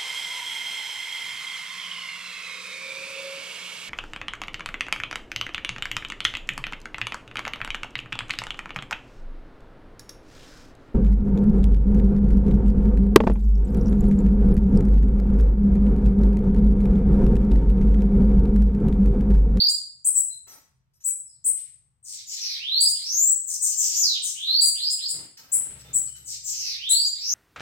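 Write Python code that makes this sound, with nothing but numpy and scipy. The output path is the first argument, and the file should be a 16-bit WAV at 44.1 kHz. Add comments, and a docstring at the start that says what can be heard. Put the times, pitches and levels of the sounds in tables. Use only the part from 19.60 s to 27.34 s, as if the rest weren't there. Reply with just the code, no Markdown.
"""Two sunbirds in a bare room

A close pair of microphones in a quiet room hears two small birds, one caged, one on top of the cage.
From the syrinx, harsh falling notes lead into rising whistles, and two-voiced chips cut across them.
Wings puff air, claws set the wires pinging, and a faint low hum swells as the free bird flies round.
The bare walls answer with a short reverberation; far behind it all the building rumbles."""
import sys
import numpy as np
from scipy import signal
from scipy.fft import rfft, irfft
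from scipy.io import wavfile

SR = 44100
rng = np.random.default_rng(int(sys.argv[2]) if len(sys.argv) > 2 else 0)


def log_audio(samples):
    """Write samples as a 16-bit WAV file to the path given in sys.argv[1]."""
    # one column per channel
    frames = np.atleast_2d(samples).T
    # limit to full scale, then quantise
    limited = np.clip(frames, -1, 1)
    pcm = np.round(limited * 32767).astype(np.int16)
    wavfile.write(sys.argv[1], SR, pcm)


N = 341334
LEAD_IN = SR // 4  # samples before time zero: the song is already under way

# rising whistles: (time [s], length [s], start pitch [Hz], top pitch [Hz], level [dB],
# roughness [share of pitch], release [s])
RISING_WHISTLES = [(-.19, .288, 2612, 4874, -16.5, .015, 0.04),
                   (2.965, .325, 2046, 4882, -19.5, 0.021, 0.024),
                   (3.346, 0.41, 3204, 7910, -19.5, 0.093, 0.056),
                   (4.745, 0.33, 2722, 4796, -17.5, 0.066, 0.045),
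                   (5.145, 0.16, 2630, 5064, -22, 0.11, 0.012),
                   (5.376, .115, 2602, 5104, -25.5, 0.12, 0.029),
                   (7.161, 0.31, 2150, 4838, -20.5, 0.044, .025),
                   (7.539, 0.42, 3700, 7910, -17, 0.099, 0.067)]
# rough sliding sounds: (time [s], length [s], slide from [Hz], slide to [Hz], midway level [dB],
# swell [dB], roughness [share of pitch])
# the row at 1.935 s is a faint, fading mid-high hiss just after a chip; the rest are harsh bird notes
ROUGH_SLIDES = [(1.662, .1, 5220, 4960, -65, -22, 0.033), (1.935, 0.15, 4410, 4010, -59.5, -19.5, 0.4),
                (2.426, 0.18, 7900, 5200, -40, -5.5, 0.178), (2.663, .13, 6583, 5670, -35, -2, 0.18),
                (2.793, .18, 5500, 4334, -31, -7, 0.11), (3.861, 0.098, 7090, 8510, -28.5, -11, 0.16),
                (4.003, .13, 7594, 7450, -25, -17, 0.12), (4.163, 0.18, 7100, 6166, -26, -17, 0.128),
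                (4.619, .09, 7810, 7690, -28, -19, 0.16), (6.643, 0.12, 7570, 6052, -36, -4.5, 0.18),
                (6.832, .125, 7150, 6260, -31, -4.5, 0.137), (6.953, .2, 5940, 4617, -31, -3, 0.1)]
# a harsh note clears into a falling whistle: (time [s], pitch [Hz], level [dB], roughness [share of pitch])
DOWNSLUR_PATH = [(4.34, 6456, -24, .12), (4.401, 7006, -22, 0.024), (4.44, 4980, -16.5, 0.0094),
                 (4.476, 4200, -24.5, 0.0084), (4.54, 3685, -26, 0.023), (4.575, 2710, -35.5, 0.069)]
# sharp calls: (time [s], length [s], level [dB], low voice top [Hz], high voice top [Hz],
# high voice against low [dB])
CHIP_CALLS = [(0.444, 0.031, -17, 8293, 11360, -6), (0.542, 0.047, -19, 7907, 10900, -9.5),
              (1.437, 0.05, -22.5, 7910, 10830, -7), (1.841, 0.041, -19, 8230, 10840, -3.5),
              (3.201, 0.03, -17.5, 8020, 10910, -2), (5.006, 0.033, -17.5, 7910, 10910, -3),
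              (5.916, 0.035, -17.5, 7967, 10640, -2), (6.33, .04, -20, 7820, 10520, -9),
              (7.288, 0.039, -17, 7914, 10780, -3)]
# slower upward flicks that end the low whistles: (time [s], length [s], level [dB], low voice top [Hz],
# high voice against low [dB])
FLICK_CALLS = [(0.08, 0.032, -26.5, 8010, 0), (3.276, 0.023, -23.5, 8200, 3.5),
               (5.048, 0.03, -22, 7770, 5.5), (5.295, 0.035, -26.5, 8130, -2), (5.477, 0.038, -28, 8230, 0),
               (7.452, 0.03, -31, 7700, -12.5)]
# soft contact notes: (time [s], length [s], pitch [Hz], level [dB])
CONTACT_PEEPS = [(.68, .08, 4080, -51), (6.23, .08, 3580, -59), (6.44, .18, 3000, -62)]
# harmonics of the clear and the harsh voice: (frequency [multiple of pitch], level [dB])
WHISTLE_HARMONICS = [(1, 0), (2, -45), (3, -37)]
HARSH_HARMONICS = [(1, -0.5), (2, -24.5), (3, -32)]
# filter on the sum and difference tones of the syrinx: (frequency [Hz], gain [dB])
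COUPLING_FILTER = [(1500, -47.5), (2200, -10), (2900, -16.5), (3800, -37), (7000, -22), (12500, -5.5),
                   (15500, 4)]
# breath in a chip: (frequency [Hz], density [dB])
BREATH_SPECTRUM = [(3000, -38), (5500, -9), (9000, -6), (15000, -5.5), (18000, -29)]
# the small beak radiates no bass: (frequency [Hz], gain [dB])
BEAK_FILTER = [(700, -51.5), (1300, -15.5), (2000, -2.5), (2600, -3), (16000, 2)]
# bursts of wingbeats: (time [s], length [s], level [dB], feather brush against air puff [dB])
WING_BURSTS = [(0.862, 0.12, -64, 9), (5.532, 0.14, -52, -12), (5.781, 0.18, -63, 4),
               (5.948, .1, -53, -2.5), (6.04, .17, -52.5, -14), (6.236, .22, -52.5, -14),
               (6.581, .14, -66, -24)]
# air puff and feather brush of a wingbeat: (frequency [Hz], density [dB])
PUFF_SPECTRUM = [(50, -12.5), (110, 3.5), (280, -1), (500, -7.5), (1000, -14.5), (3000, -11.5),
                 (15000, -27)]
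FEATHER_SPECTRUM = [(300, -22), (750, -10.5), (2000, -13), (4000, -24), (15000, -16)]
# claws on the cage: (time [s], level [dB], wire ring gain [dB])
CLAW_STRIKES = [(0.693, -71, 11), (0.731, -69, 6), (0.875, -55, 3.5), (0.913, -50.5, 1), (1.333, -78.5, 10),
                (1.401, -67.5, 8), (5.771, -35.5, -38), (6.189, -40.5, -29), (6.26, -64, -12),
                (6.46, -41, -25), (6.553, -42, -12.5)]
# scrape of a claw: (frequency [Hz], density [dB])
SCRAPE_SPECTRUM = [(300, -53), (1500, -5.5), (3500, -5), (5300, 7), (7000, -2.5), (10000, -11),
                   (15000, -9.5)]
# soft low bumps: (time [s], level [dB])
SOFT_BUMPS = [(3.529, -67.5), (7.629, -68)]
# ring of the wires and of a bump: (frequency [Hz], level [dB], t60 [s])
WIRE_MODES = [(4080, -9, .1), (5150, -5, .12), (5950, 2, .12), (6900, 0, .1), (7800, -6, .09),
              (8880, -3, .12), (11500, -7, .06), (12850, -3, .12), (14400, -11, .06)]
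LOW_MODES = [(424, -27, .08), (513, 3, 0.062), (532, 8, 0.071)]
# tones of the hum: (frequency [Hz], level [dB])
HUM_TONES = [(67.5, 2), (121, -2.5), (134, -1), (179, -10)]
# reverberation of the bare room: (frequency [Hz], t60 [s])
ROOM_DECAY = [(100, 0.34), (1000, 0.51), (4000, 0.51), (8000, 0.47), (15000, 0.29)]
# wall and ceiling echoes: (nominal delay [s], gain [share of direct sound])
WALL_ECHOES = [(.0023, 0.89), (.0065, 0.36), (.0115, 0.94), (0.019, 0.81), (0.024, 1)]
# rumble and hiss of the empty room: (frequency [Hz], density [dB])
ROOM_TONE_SPECTRUM = [(20, -13.5), (45, -8), (70, 1), (95, -3), (130, 4), (175, -7.5), (250, -20),
                      (400, -26.5), (1000, -26), (3000, -33.5), (8000, -40.5), (16000, -50)]
# stereo width at the microphones: (frequency [Hz], side gain [dB])
PAIR_WIDTH = [(60, -0.5), (130, -8.5), (280, -10), (550, -4), (1000, 0)]
# unlike colour of the two microphones: (frequency [Hz], left over right [dB])
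PAIR_BALANCE = [(200, 1.5), (1200, 0), (2800, -3.5), (4800, -1), (8000, 6.5), (11000, 7.5), (15000, 0.5)]
# response common to both microphones: (frequency [Hz], gain [dB])
MIC_RESPONSE = [(1000, 3), (8000, 0), (10500, -5), (12200, 3.5), (14000, 7.5), (15700, 2.5)]


def birds():
    """Both birds call through their beaks, close to the microphones; a faint hiss trails one chip."""
    out = np.zeros((2, LEAD_IN + N))
    for s, *shape in RISING_WHISTLES:
        add(out, s, whistle(*shape))
    for s, *shape in ROUGH_SLIDES:
        add(out, s, rough_slide(*shape))
    add(out, *downslur())
    for s, *shape in CHIP_CALLS:
        add(out, s, chip(*shape))
    for s, length, db, low_hz, high_db in FLICK_CALLS:
        add(out, s, chip(length, db, low_hz, high_hz=9510, high_db=high_db, rise_s=.015, pan_db=-.8))
    for s, *shape in CONTACT_PEEPS:
        add(out, s, peep(*shape))
    return coloured(out, BEAK_FILTER)


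def syrinx(hz, db, rough, harmonics, shake_hz, flutter, bright_db, air_db, subharmonic_db):
    """One membrane of the syrinx: a gliding tone that roughness shakes in pitch and strength."""
    size = len(hz)
    shake = np.sqrt(2) * np.sin(phase_of(shake_hz * (1 + .5 * wobble(size, 400))))
    phase = phase_of(hz * (1 + rough * shake * (1 + .28 * wobble(size, 500))))
    tone = sum(gain_of(level) * np.sin(k * phase) * (k * hz < SR * .4) for k, level in harmonics)
    tense = np.clip((hz - 5000) / 2000, 0, 1)
    tone += gain_of(bright_db) * tense * np.sin(2 * phase)  # a tense membrane is brighter
    harsh = np.clip((rough - .04) / .047, 0, 1)
    slack = np.clip((7400 - hz) / 1800, 0, 1)
    tone += gain_of(subharmonic_db) * harsh * slack * np.sin(phase / 2)  # the period doubles
    tone += gain_of(air_db) * rough * rng.standard_normal(size)
    strength = unit_rms(np.exp(flutter * rough * wobble(size, 520)))
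    return np.sqrt(2) * gain_of(db) * strength * tone * fade(size, .0033)


def whistle(length, start_hz, top_hz, db, rough, release_s, soft_db=-29.5, release_db=-13):
    """The pitch climbs and levels off while the tone grows louder and purer."""
    t = np.arange(0, length, 1 / SR)
    to_go = np.maximum(1 - t / (.94 * length), 0)
    arch = to_go ** 1.6
    hz = top_hz + (start_hz - top_hz) * arch
    release = np.maximum(1 - (length - t) / release_s, 0)
    level = db + soft_db * to_go ** 2.7 + release_db * release
    return syrinx(hz, level, .0035 + rough * arch, WHISTLE_HARMONICS,
                  shake_hz=402, flutter=2.7, bright_db=-20.5, air_db=-5.5, subharmonic_db=-20.5)


def harsh_voice(hz, db, rough):
    """A tone that shakes faster and flutters harder than the whistle; at its roughest, a hiss."""
    return syrinx(hz, db, rough, HARSH_HARMONICS,
                  shake_hz=525.7, flutter=3.65, bright_db=-27.5, air_db=-12, subharmonic_db=-17.5)


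def rough_slide(length, start_hz, end_hz, db, swell_db, rough, attack_s=.022, break_s=.023, sag_s=.022):
    """A clean, slightly sharp start breaks into a rough slide that sags as it ends."""
    t = np.arange(0, length, 1 / SR)
    clean = np.exp(-(t / break_s) ** 2)
    sag = np.exp((t - length) / sag_s)
    slide_hz = start_hz + (end_hz - start_hz) * t / length
    level = db + swell_db * (t / length - .5) - 11 * np.maximum(1 - t / attack_s, 0)
    return harsh_voice(slide_hz * (1 + .07 * clean - .25 * sag), level, rough * (1 - clean))


def downslur():
    """The roughness clears as the pitch dives; returns the start time and the sound."""
    times, *columns = np.transpose(DOWNSLUR_PATH)
    t = np.arange(times[0], times[-1], 1 / SR)
    hz, db, rough = (np.interp(t, times, column) for column in columns)
    return times[0], harsh_voice(hz, db, rough)


def chip(length, db, low_hz, high_hz, high_db, rise_s=.0047, pan_db=0):
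    """Both sides of the syrinx flick upward at once; their coupling adds sum and difference tones."""
    t = np.arange(int(length * SR)) / SR
    low_glide = low_hz + (6000 - low_hz) * np.exp(-t / rise_s)
    high_glide = 7200 + (high_hz - 7200) * np.tanh(t / (.591 * length))
    low = np.sin(phase_of(low_glide * (1 + .02 * wobble(len(t), 1300))))
    high = np.sin(phase_of(high_glide * (1 + .02 * wobble(len(t), 1300))))
    swell = np.minimum(t / (.36 * length), 1)
    voices = swell ** .15 * low + gain_of(high_db) * high  # the low voice takes longer to speak
    coupling = gain_of(-21) * coloured(voices ** 2 - np.mean(voices ** 2), COUPLING_FILTER)
    breath = gain_of(high_db - 21) * noise(len(t), BREATH_SPECTRUM)
    call = unit_rms(swell * fade(len(t), .00093) * (voices + coupling + breath))
    return gain_of(db + np.array([[pan_db], [-pan_db]]) / 2) * call


def peep(length, hz, db):
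    """A soft, slightly unsteady tone that swells and fades."""
    size = int(length * SR)
    tone = np.sin(phase_of(hz * (1 + .013 * wobble(size, 234))))
    return gain_of(db) * unit_rms(np.hanning(size) * tone)


def wings(beat_hz=21, swing_db=11, fade_db_per_s=37):
    """Each wingbeat pushes a puff of air and brushes the feathers; a burst starts hard and eases off."""
    out = np.zeros(LEAD_IN + N)
    for s, length, db, brush_db in WING_BURSTS:
        t = np.arange(0, length, 1 / SR)
        puff = noise(len(t), PUFF_SPECTRUM)
        brush = gain_of(brush_db) * noise(len(t), FEATHER_SPECTRUM)
        stroke = np.sin(phase_of(beat_hz * (1 + .13 * wobble(len(t), 7.5))))
        effort = gain_of(db - fade_db_per_s * t) * fade(len(t), .016)
        add(out, s, (puff + brush) * effort * unit_rms(gain_of(swing_db * stroke)))
    return out


def cage():
    """Claws scrape the wires and set them ringing; soft bumps sound lower down."""
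    out = np.zeros(LEAD_IN + N)
    for s, db, ring_db in CLAW_STRIKES:
        scrape, ring = struck(WIRE_MODES, contact_s=.0069, onset_s=.004)
        add(out, s, gain_of(db) * (2 * coloured(scrape, SCRAPE_SPECTRUM) + gain_of(ring_db) * ring))
    for s, db in SOFT_BUMPS:
        _, ring = struck(LOW_MODES, contact_s=.011, onset_s=.0087)
        add(out, s, gain_of(db) * ring)
    return out


def struck(modes, contact_s, onset_s):
    """A short scrape of noise, and the ring that it leaves in the modes."""
    t = np.arange(SR // 2) / SR
    ring = sum(gain_of(level - 60 * t / t60) * np.sin(2 * np.pi * hz * t) for hz, level, t60 in modes)
    scrape = rng.standard_normal(len(t)) * np.exp(-t / contact_s) * (1 - np.exp(-t / onset_s))
    return scrape, signal.fftconvolve(scrape / np.linalg.norm(scrape), ring)[:len(t)]


def hum(start_s=6.0, rise_s=.16, hold_s=.18, db=-60, fade_db_per_s=14):
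    """Well behind the birds, a few wavering low tones swell, hold and die away."""
    t = np.arange(N) / SR - start_s
    tones = sum(gain_of(level) * np.sin(2 * np.pi * hz * t + .25 * wobble(N, 6.3))
                for hz, level in HUM_TONES)
    dying_s = np.maximum(t - rise_s - hold_s, 0)
    return np.clip(t / rise_s, 0, 1) * gain_of(db - fade_db_per_s * dying_s) * tones


def room(x, direct_db=-7, tail_db=-2, build_s=.014):
    """Each microphone gets the direct sound, then its own wall echoes and dense tail."""
    taps = np.zeros((2, SR))
    arrivals = np.arange(0, SR - 10, 10) + rng.integers(0, 10, (2, SR // 10 - 1))
    np.put_along_axis(taps, arrivals, rng.choice([-1., 1.], arrivals.shape), 1)
    hz, t, spectra = signal.stft(taps, SR, nperseg=256)
    envelope = gain_of(-60 * t / value_at(ROOM_DECAY, hz)[:, None]) * (1 - np.exp(-t / build_s))
    tail = signal.istft(spectra * envelope, SR, nperseg=256)[1]
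    response = gain_of(tail_db) * tail / np.linalg.norm(tail[0])
    response[[0, 1], [5, 10]] += gain_of(direct_db)  # the left microphone is slightly nearer
    for delay_s, gain in WALL_ECHOES:
        lags = (SR * delay_s * rng.uniform(.9, 1.1, 2)).astype(int)
        response[[0, 1], lags] += gain * gain_of(direct_db)
    return signal.fftconvolve(x, response, axes=1)[:, LEAD_IN:LEAD_IN + N]


def room_tone(db=-72.5, drift_db=1):
    """Low rumble of the building under a faint hiss."""
    return noise((2, N), ROOM_TONE_SPECTRUM) * gain_of(db + drift_db * wobble(N, 1.3))


def gain_of(db):
    """Decibels to amplitude."""
    return 10 ** (np.asarray(db) / 20)


def unit_rms(x):
    """Scales to rms 1."""
    return x / np.sqrt(np.mean(x ** 2) + 1e-20)


def phase_of(hz):
    """Running phase of a gliding frequency, in radians."""
    return 2 * np.pi * np.cumsum(hz) / SR


def value_at(points, hz):
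    """Reads a table on a log-frequency axis."""
    table_hz, value = np.transpose(points)
    return np.interp(np.log(hz + 1), np.log(table_hz + 1), value)


def coloured(x, points, power=1):
    """Filters by a table of (frequency [Hz], gain [dB])."""
    hz = np.fft.rfftfreq(x.shape[-1], 1 / SR)
    return irfft(rfft(x) * gain_of(power * value_at(points, hz)), x.shape[-1])


def noise(shape, spectrum):
    """Coloured noise of rms 1."""
    return unit_rms(coloured(rng.standard_normal(shape), spectrum))


def wobble(size, rate_hz):
    """Smooth random drift of rms 1, no faster than about rate_hz."""
    hz = np.fft.rfftfreq(size, 1 / SR)
    return unit_rms(irfft(rfft(rng.standard_normal(size)) * np.exp(-(hz / rate_hz) ** 2), size))


def fade(size, seconds):
    """A flat window with soft ends."""
    return signal.windows.tukey(size, min(1, 2 * seconds * SR / size))


def add(mix, s, sound):
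    """Adds a sound to the mix at time s."""
    part = mix[..., max(0, LEAD_IN + round(s * SR)):][..., :sound.shape[-1]]
    part += sound[..., :part.shape[-1]]


def scene():
    """Birds, wings and cage sound through the room, over the hum and the room tone."""
    return room(birds() + wings() + cage()) + hum() + room_tone()


def record(dry, top_hz=16150):
    """Two closely spaced microphones of unlike colour hear much the same bass; the top treble is cut."""
    mid = dry.mean(0)
    side = coloured((dry[0] - dry[1]) / 2, PAIR_WIDTH)
    left = coloured(mid + side, PAIR_BALANCE, 1 / 2)
    right = coloured(mid - side, PAIR_BALANCE, -1 / 2)
    heard = coloured(np.array([left, right]), MIC_RESPONSE) * fade(N, .004)
    lowpass = signal.firwin(511, top_hz, window=("kaiser", 9), fs=SR)
    return signal.oaconvolve(heard, lowpass[None], "same")


dry = scene()
out = record(dry)
log_audio(out)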